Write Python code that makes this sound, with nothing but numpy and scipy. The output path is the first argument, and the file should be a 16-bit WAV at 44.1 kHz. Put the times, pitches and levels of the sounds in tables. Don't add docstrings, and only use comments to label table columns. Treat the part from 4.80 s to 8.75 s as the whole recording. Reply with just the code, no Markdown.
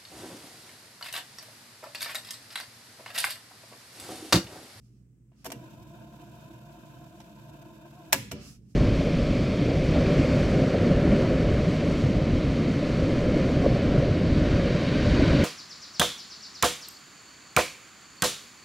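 import sys
import numpy as np
from scipy import signal
from scipy.fft import rfft, irfft, next_fast_len
from scipy.io import wavfile
from scipy.ndimage import map_coordinates

SR = 44100
rng = np.random.default_rng(int(sys.argv[2]) if len(sys.argv) > 2 else 0)


def master_out(mix):
    frames = np.transpose(np.atleast_2d(mix))
    ceiling = np.clip(frames, -1, 1)
    pcm = np.round(ceiling * 32767).astype(np.int16)
    wavfile.write(sys.argv[1], SR, pcm)


def decibels_to_gain(level_db):
    exponent = np.asarray(level_db, float) / 20
    return 10 ** exponent


N = 174195
T = np.arange(N) / SR


def unit(x):
    return x / np.sqrt(np.mean(x ** 2) + 1e-20)


def along(points, hz):
    f, value = np.transpose(points)
    return np.interp(np.log(hz + 1), np.log(f + 1), value)


def closed(points):
    return lambda hz: decibels_to_gain(along(points, hz)) * (hz >= points[0][0] / 2) * (hz <= points[-1][0] + 100)


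def curve(rows):
    return np.interp(T, *np.transpose(rows))


def wobble(rate):
    knots = rng.standard_normal(int(N * rate / SR) + 4)
    return map_coordinates(knots, [T * rate])


def filtered(x, response):
    size = next_fast_len(x.shape[-1] + 8192)
    spectrum = rfft(x, size) * response(np.fft.rfftfreq(size, 1 / SR))
    return irfft(spectrum, size)[..., :x.shape[-1]]


def peaks(table):
    def power(f, center, width, db):
        once = (f * width) ** 2 / ((center * center - f * f) ** 2 + (f * width) ** 2)
        return decibels_to_gain(2 * db) * once ** 3
    return lambda f: np.sqrt(sum(power(f, *row) for row in table))


# (frequency [Hz], likeness [-1 to 1])
LIKENESS = [(60, 0.95), (180, 0.95), (550, 0.73), (1650, -0.031), (4970, -0.1), (15000, 0.096)]


def noise(gain, size=N):
    def spread(hz):
        angle = np.arccos(np.clip(along(LIKENESS, hz), -1, 1)) / 2
        return gain(hz) * np.array([np.cos(angle), np.sin(angle)])
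    mid, side = filtered(rng.standard_normal((2, size)), spread)
    return unit(np.array([mid + side, mid - side]))


def ring(modes, t):
    out = 0
    for hz, db, t60 in modes:
        level = decibels_to_gain(db + rng.normal(0, 3.1) - 60 * t / t60)
        phase = rng.normal(0, hz / 3000, (2, 1))
        out = out + level * np.sin(2 * np.pi * hz * t + phase)
    return out


def chatter(size):
    ticks_per_s, tick_spread_db = 1100, 5.5
    ticks = (rng.random(size) < ticks_per_s / SR) * decibels_to_gain(tick_spread_db * rng.standard_normal(size))
    return unit(0.5 + signal.lfilter([1], [1, -0.975], ticks))


# (time [s], level [dB], build-up [s], time to fade 60 dB [s],
# body thud over the crack [dB], top frequency of crack and panel [Hz])
CONTACTS = [(0.519, -69.5, 0.0012, 0.31, 8, 2930), (0.649, -44, 0.0053, 0.11, -21, 15600),
            (0.655, -38.5, .002, 0.076, 2, 15100), (0.664, -39, 0.0031, 0.058, 5.5, 14300),
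            (.704, -40.5, 0.0019, 0.039, -3, 8100), (0.7185, -31.5, 0.00078, 0.049, -2, 14800),
            (2.403, -48.5, 0.003, 0.061, 5.5, 8350), (2.466, -68, 0.0021, .03, -10, 6000),
            (3.252, -59.5, .003, 0.052, -8.5, 7020), (3.3252, -27.5, 0.00062, 0.042, -4, 14870),
            (3.3296, -10.5, .0015, 0.048, -7, 16000), (3.338, -29, 0.0019, 0.051, -5, 6070),
            (3.347, -32.5, .002, 0.14, -1.5, 6870), (3.514, -39, .004, 0.091, -22, 7850),
            (3.519, -28.5, 0.0037, 0.038, -2.5, 11780), (3.945, -59, 0.0036, 0.046, -12, 2920)]
# (frequency [Hz], relative level [dB per Hz])
CRACK_COLOUR = [(300, -28.5), (700, -10.5), (2300, -10.5), (3000, -12), (4800, -16), (5500, -10.5),
                (6700, -14.5), (9500, -15), (11000, -18), (12300, -10), (14500, -14), (16700, -32.5)]
# (frequency [Hz], relative level [dB], time to fade 60 dB [s])
PANEL_MODES = [(1671, -8.5, 0.069), (1937, -13.5, 0.075), (2329, -14, 0.12), (2756, -12, 0.12),
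               (2950, -11.5, 0.097), (5600, -2, 0.012), (7300, -8, 0.047), (7620, -7.5, 0.031),
               (12300, -4.5, 0.04)]
# (frequency [Hz], relative level [dB], time to fade 60 dB [s])
CASE_MODES = [(543.6, -17.5, 0.22), (672.3, 1, 0.052), (910, -3.5, 0.053), (989, -17.5, 0.18)]


def add_contacts(out, t):
    size, panel_db = len(t), -8
    for at, db, rise, t60, thud_db, top_hz in CONTACTS:
        late, up = np.clip(t - rise, 0, None), np.clip(t / rise, 0, 1)
        crack = up ** 0.39 * decibels_to_gain(-60 * late / t60) * chatter(size) * noise(closed(CRACK_COLOUR), size)
        panel = decibels_to_gain(panel_db) * (late > 0) * ring(PANEL_MODES, late)
        bright = filtered(crack + panel, lambda hz: 1 / np.sqrt(1 + (hz / top_hz) ** 6))
        thud = decibels_to_gain(thud_db) * up * ring(CASE_MODES, t)
        out[:, round((at - rise) * SR):][:, :size] += decibels_to_gain(db) * (bright + thud)


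# (time [s], level [dB], lowest frequency stirred [Hz])
THUMP_TIMES = [(0.664, -35, 257), (.722, -41, 97), (3.332, -33.5, 101), (3.522, -35, 60),
               (3.612, -48.5, 69.9)]
# (frequency [Hz], relative level [dB], time to fade 60 dB [s])
TABLE_MODES = [(81.3, -6, .3), (134.7, -2.5, .35), (219.3, -5.5, 0.35), (272.8, -3.5, 0.2),
               (372.3, -9.5, .25), (476.3, -9.5, 0.11)]


def add_thumps(out, t):
    size = len(t)
    blurred = peaks([(hz, 60, level) for hz, level, _ in TABLE_MODES])
    for at, db, low_hz in THUMP_TIMES:
        shudder = decibels_to_gain(-2 - 60 * t / 0.39) * noise(blurred, size)
        thump = filtered(ring(TABLE_MODES, t) + shudder, lambda hz: hz ** 4 / (hz ** 4 + low_hz ** 4))
        soft_start = 1 - np.exp(-t / 0.006)
        out[:, round(at * SR):][:, :size] += decibels_to_gain(db) * soft_start * thump


# (frequency [Hz], level [dB], time to fade 60 dB [s])
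SPRING_MODES = [(584, -46, 0.28)]


def add_spring(out, t):
    spring_s, rise_s = 3.545, 0.016
    out[:, round(spring_s * SR):][:, :len(t)] += np.clip(t / rise_s, 0, 1) * ring(SPRING_MODES, t)


def keys():
    out = np.zeros((2, N + SR))
    t = np.arange(SR // 3) / SR
    add_contacts(out, t)
    add_thumps(out, t)
    add_spring(out, t)
    return out[:, :N]


# (frequency [Hz], time to fade 60 dB [s])
ROOM_DECAY = [(300, 0.13), (3000, 0.6), (7000, 0.43), (14000, 0.29)]


def room(x):
    room_db = -16.5
    _, t, grid = signal.stft(rng.standard_normal((2, SR // 2)), SR, nperseg=256)
    hz = np.fft.rfftfreq(256, 1 / SR)
    fade = decibels_to_gain(-60 * t / along(ROOM_DECAY, hz)[:, None])
    tail = signal.istft(grid * fade, SR, nperseg=256)[1]
    tail = tail / np.linalg.norm(tail[0])
    delayed = np.pad(x, ((0, 0), (300, 0)))
    return decibels_to_gain(room_db) * signal.fftconvolve(delayed, tail, axes=1)[:, :N]


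# (frequency [Hz], level before swell and flutter [dB])
GEAR_TONES = [(334, -67), (682, -60.5), (1015, -69.5)]


def gear_whine():
    gear_hz, fastest_s, swell_db = 7.36, 2.104, 3
    swing, jitter, jitters_per_s = 0.026, 0.012, 35
    flutter_db, flutters_per_s = 4.5, 18
    gear = np.cos(2 * np.pi * gear_hz * (T - fastest_s))
    warped_time = np.cumsum(1 + swing * gear + jitter * wobble(jitters_per_s)) / SR
    whine = 0
    for hz, db in GEAR_TONES:
        level = decibels_to_gain(db + swell_db * gear + flutter_db * wobble(flutters_per_s))
        whine = whine + level * np.sin(2 * np.pi * hz * warped_time)
    return whine


def grainy_level(db, waver_db):
    grain_db, grains_per_s = 2, 110
    return decibels_to_gain(db + waver_db * wobble(12) + grain_db * wobble(grains_per_s))


# (frequency [Hz], width of a single pass [Hz], relative level [dB])
CHASSIS_PEAKS = [(143.6, 13.7, 5), (207.7, 55, -6.5), (320.7, 65, -2), (549, 283, -17), (635, 50, -8),
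                 (696, 62, -8.5), (899, 46, -11.5), (983, 190, -13), (1378, 420, -23.5), (1552, 310, -19.5),
                 (2543, 550, -25), (3040, 67, -23.5), (3660, 220, -26)]


def chassis_rattle():
    return grainy_level(-52, 1.0) * noise(peaks(CHASSIS_PEAKS))


# (frequency [Hz], relative level [dB per Hz])
TAPE_COLOUR = [(1060, -49.5), (1800, -10), (2640, -3.5), (3400, -4), (4390, -8), (5260, -7.5), (7780, -7.5),
               (9410, -17.5), (11100, -9.5), (13700, -10), (15800, -17.5)]


def tape_hiss():
    return grainy_level(-65.5, 0.57) * noise(closed(TAPE_COLOUR))


def winding():
    start_s, fade_in_s, stop_s, fade_out_s = 0.64, 0.018, 3.33, 0.03
    running = np.clip((T - start_s) / fade_in_s, 0, 1) * np.clip(1 - (T - stop_s) / fade_out_s, 0, 1)
    return running * (gear_whine() + chassis_rattle() + tape_hiss())


# (frequency [Hz], relative level [dB per Hz])
SLIDE_COLOUR = [(410, -30), (700, -1.5), (957, -14), (1190, -3.5), (2040, -10.5), (2610, -3), (3670, -9.5),
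                (5280, -0.5), (12800, -14.5), (15800, -22)]
# (time [s], level [dB], extra treble [dB])
SLIDE_STRENGTH = [(0, -82, 6), (.1, -79, 0.5), (.3, -88, 0), (.48, -111, 0), (.56, -82, -1),
                  (0.635, -67.5, -4), (.7, -96, 0), (3.45, -87, 0), (3.56, -51.5, -34), (3.62, -53, -6),
                  (3.69, -57, 4.5), (3.765, -63, 3), (3.8, -76, 2), (3.881, -86, 1), (3.918, -78, 5.5),
                  (3.95, -73.5, 2)]


def sliding_finger():
    split_hz = 4600
    rows, rub = np.array(SLIDE_STRENGTH), noise(closed(SLIDE_COLOUR))
    dull = filtered(rub, lambda hz: 1 / (1 + (hz / split_hz) ** 4))
    treble = decibels_to_gain(curve(rows[:, ::2])) * (rub - dull)
    return decibels_to_gain(curve(rows[:, :2]) + 3.0 * wobble(20)) * (dull + treble)


# (frequency [Hz], relative level [dB per Hz])
RUMBLE_COLOUR = [(15, -64.5), (25, -33.5), (43, -13.5), (65, -2), (82, -15), (107, -6), (128, -2),
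                 (140, -4.5), (210, -4), (395, -20.5), (900, -51), (1170, -90.5), (1980, -120)]
# (frequency [Hz], width of a single pass [Hz], relative level [dB])
RUMBLE_HUMS = [(121.5, 12, -2), (202.7, 11, -10.5), (223.1, 18, -14)]
# (time [s], level [dB])
RUMBLE_STRENGTH = [(0.0, -56), (0.53, -58.5), (0.76, -50.5), (1.83, -51.5), (2.11, -53), (2.79, -52),
                   (3.26, -53.5), (3.44, -44), (3.95, -54)]


def room_rumble():
    broad = noise(lambda hz: decibels_to_gain(along(RUMBLE_COLOUR, hz)))
    hums = noise(peaks(RUMBLE_HUMS))
    return decibels_to_gain(curve(RUMBLE_STRENGTH) + 0.52 * wobble(4.96)) * (0.74 * broad + 0.53 * hums)


# (frequency [Hz], level before wavering [dB])
MAINS_TONES = [(58, -65.5), (120, -63)]


def mains_hum():
    waver_db, waver_rad = 2.5, 1.1
    hum = 0
    for hz, db in MAINS_TONES:
        level = decibels_to_gain(db + waver_db * wobble(11))
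        hum = hum + level * np.sin(2 * np.pi * hz * T + waver_rad * wobble(15))
    return hum


# (frequency [Hz], relative level [dB per Hz])
MICROPHONE_COLOUR = [(400, -6), (1000, 1), (2500, -0.5), (4400, -12), (4900, -6.5), (8700, 2.5),
                     (9200, -9.5), (15800, -7)]


def microphone_hiss():
    return decibels_to_gain(-83) * noise(closed(MICROPHONE_COLOUR))


def scene():
    hits = keys()
    background = sliding_finger() + room_rumble() + mains_hum() + microphone_hiss()
    return hits + room(hits) + winding() + background


def roll_off(x):
    return signal.sosfilt(signal.butter(12, 16890, fs=SR, output="sos"), x)


# (frequency [Hz], left over right [dB])
PORT_TILT = [(60, -2.5), (180, -1.5), (550, 2), (1100, -0.5), (2200, 0.5), (4500, -6), (8000, 1),
             (14000, -1)]


def record(dry):
    ceiling, top_hz = 0.93, 16500
    saturated = dry / (1 + (dry / ceiling) ** 4) ** (1 / 4)

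    def ports(hz):
        tilt = decibels_to_gain(np.outer([0.5, -0.5], along(PORT_TILT, hz)))
        return tilt / (1 + (hz / top_hz) ** 60)
    return roll_off(filtered(saturated, ports))


dry = scene()
out = record(dry)
master_out(out)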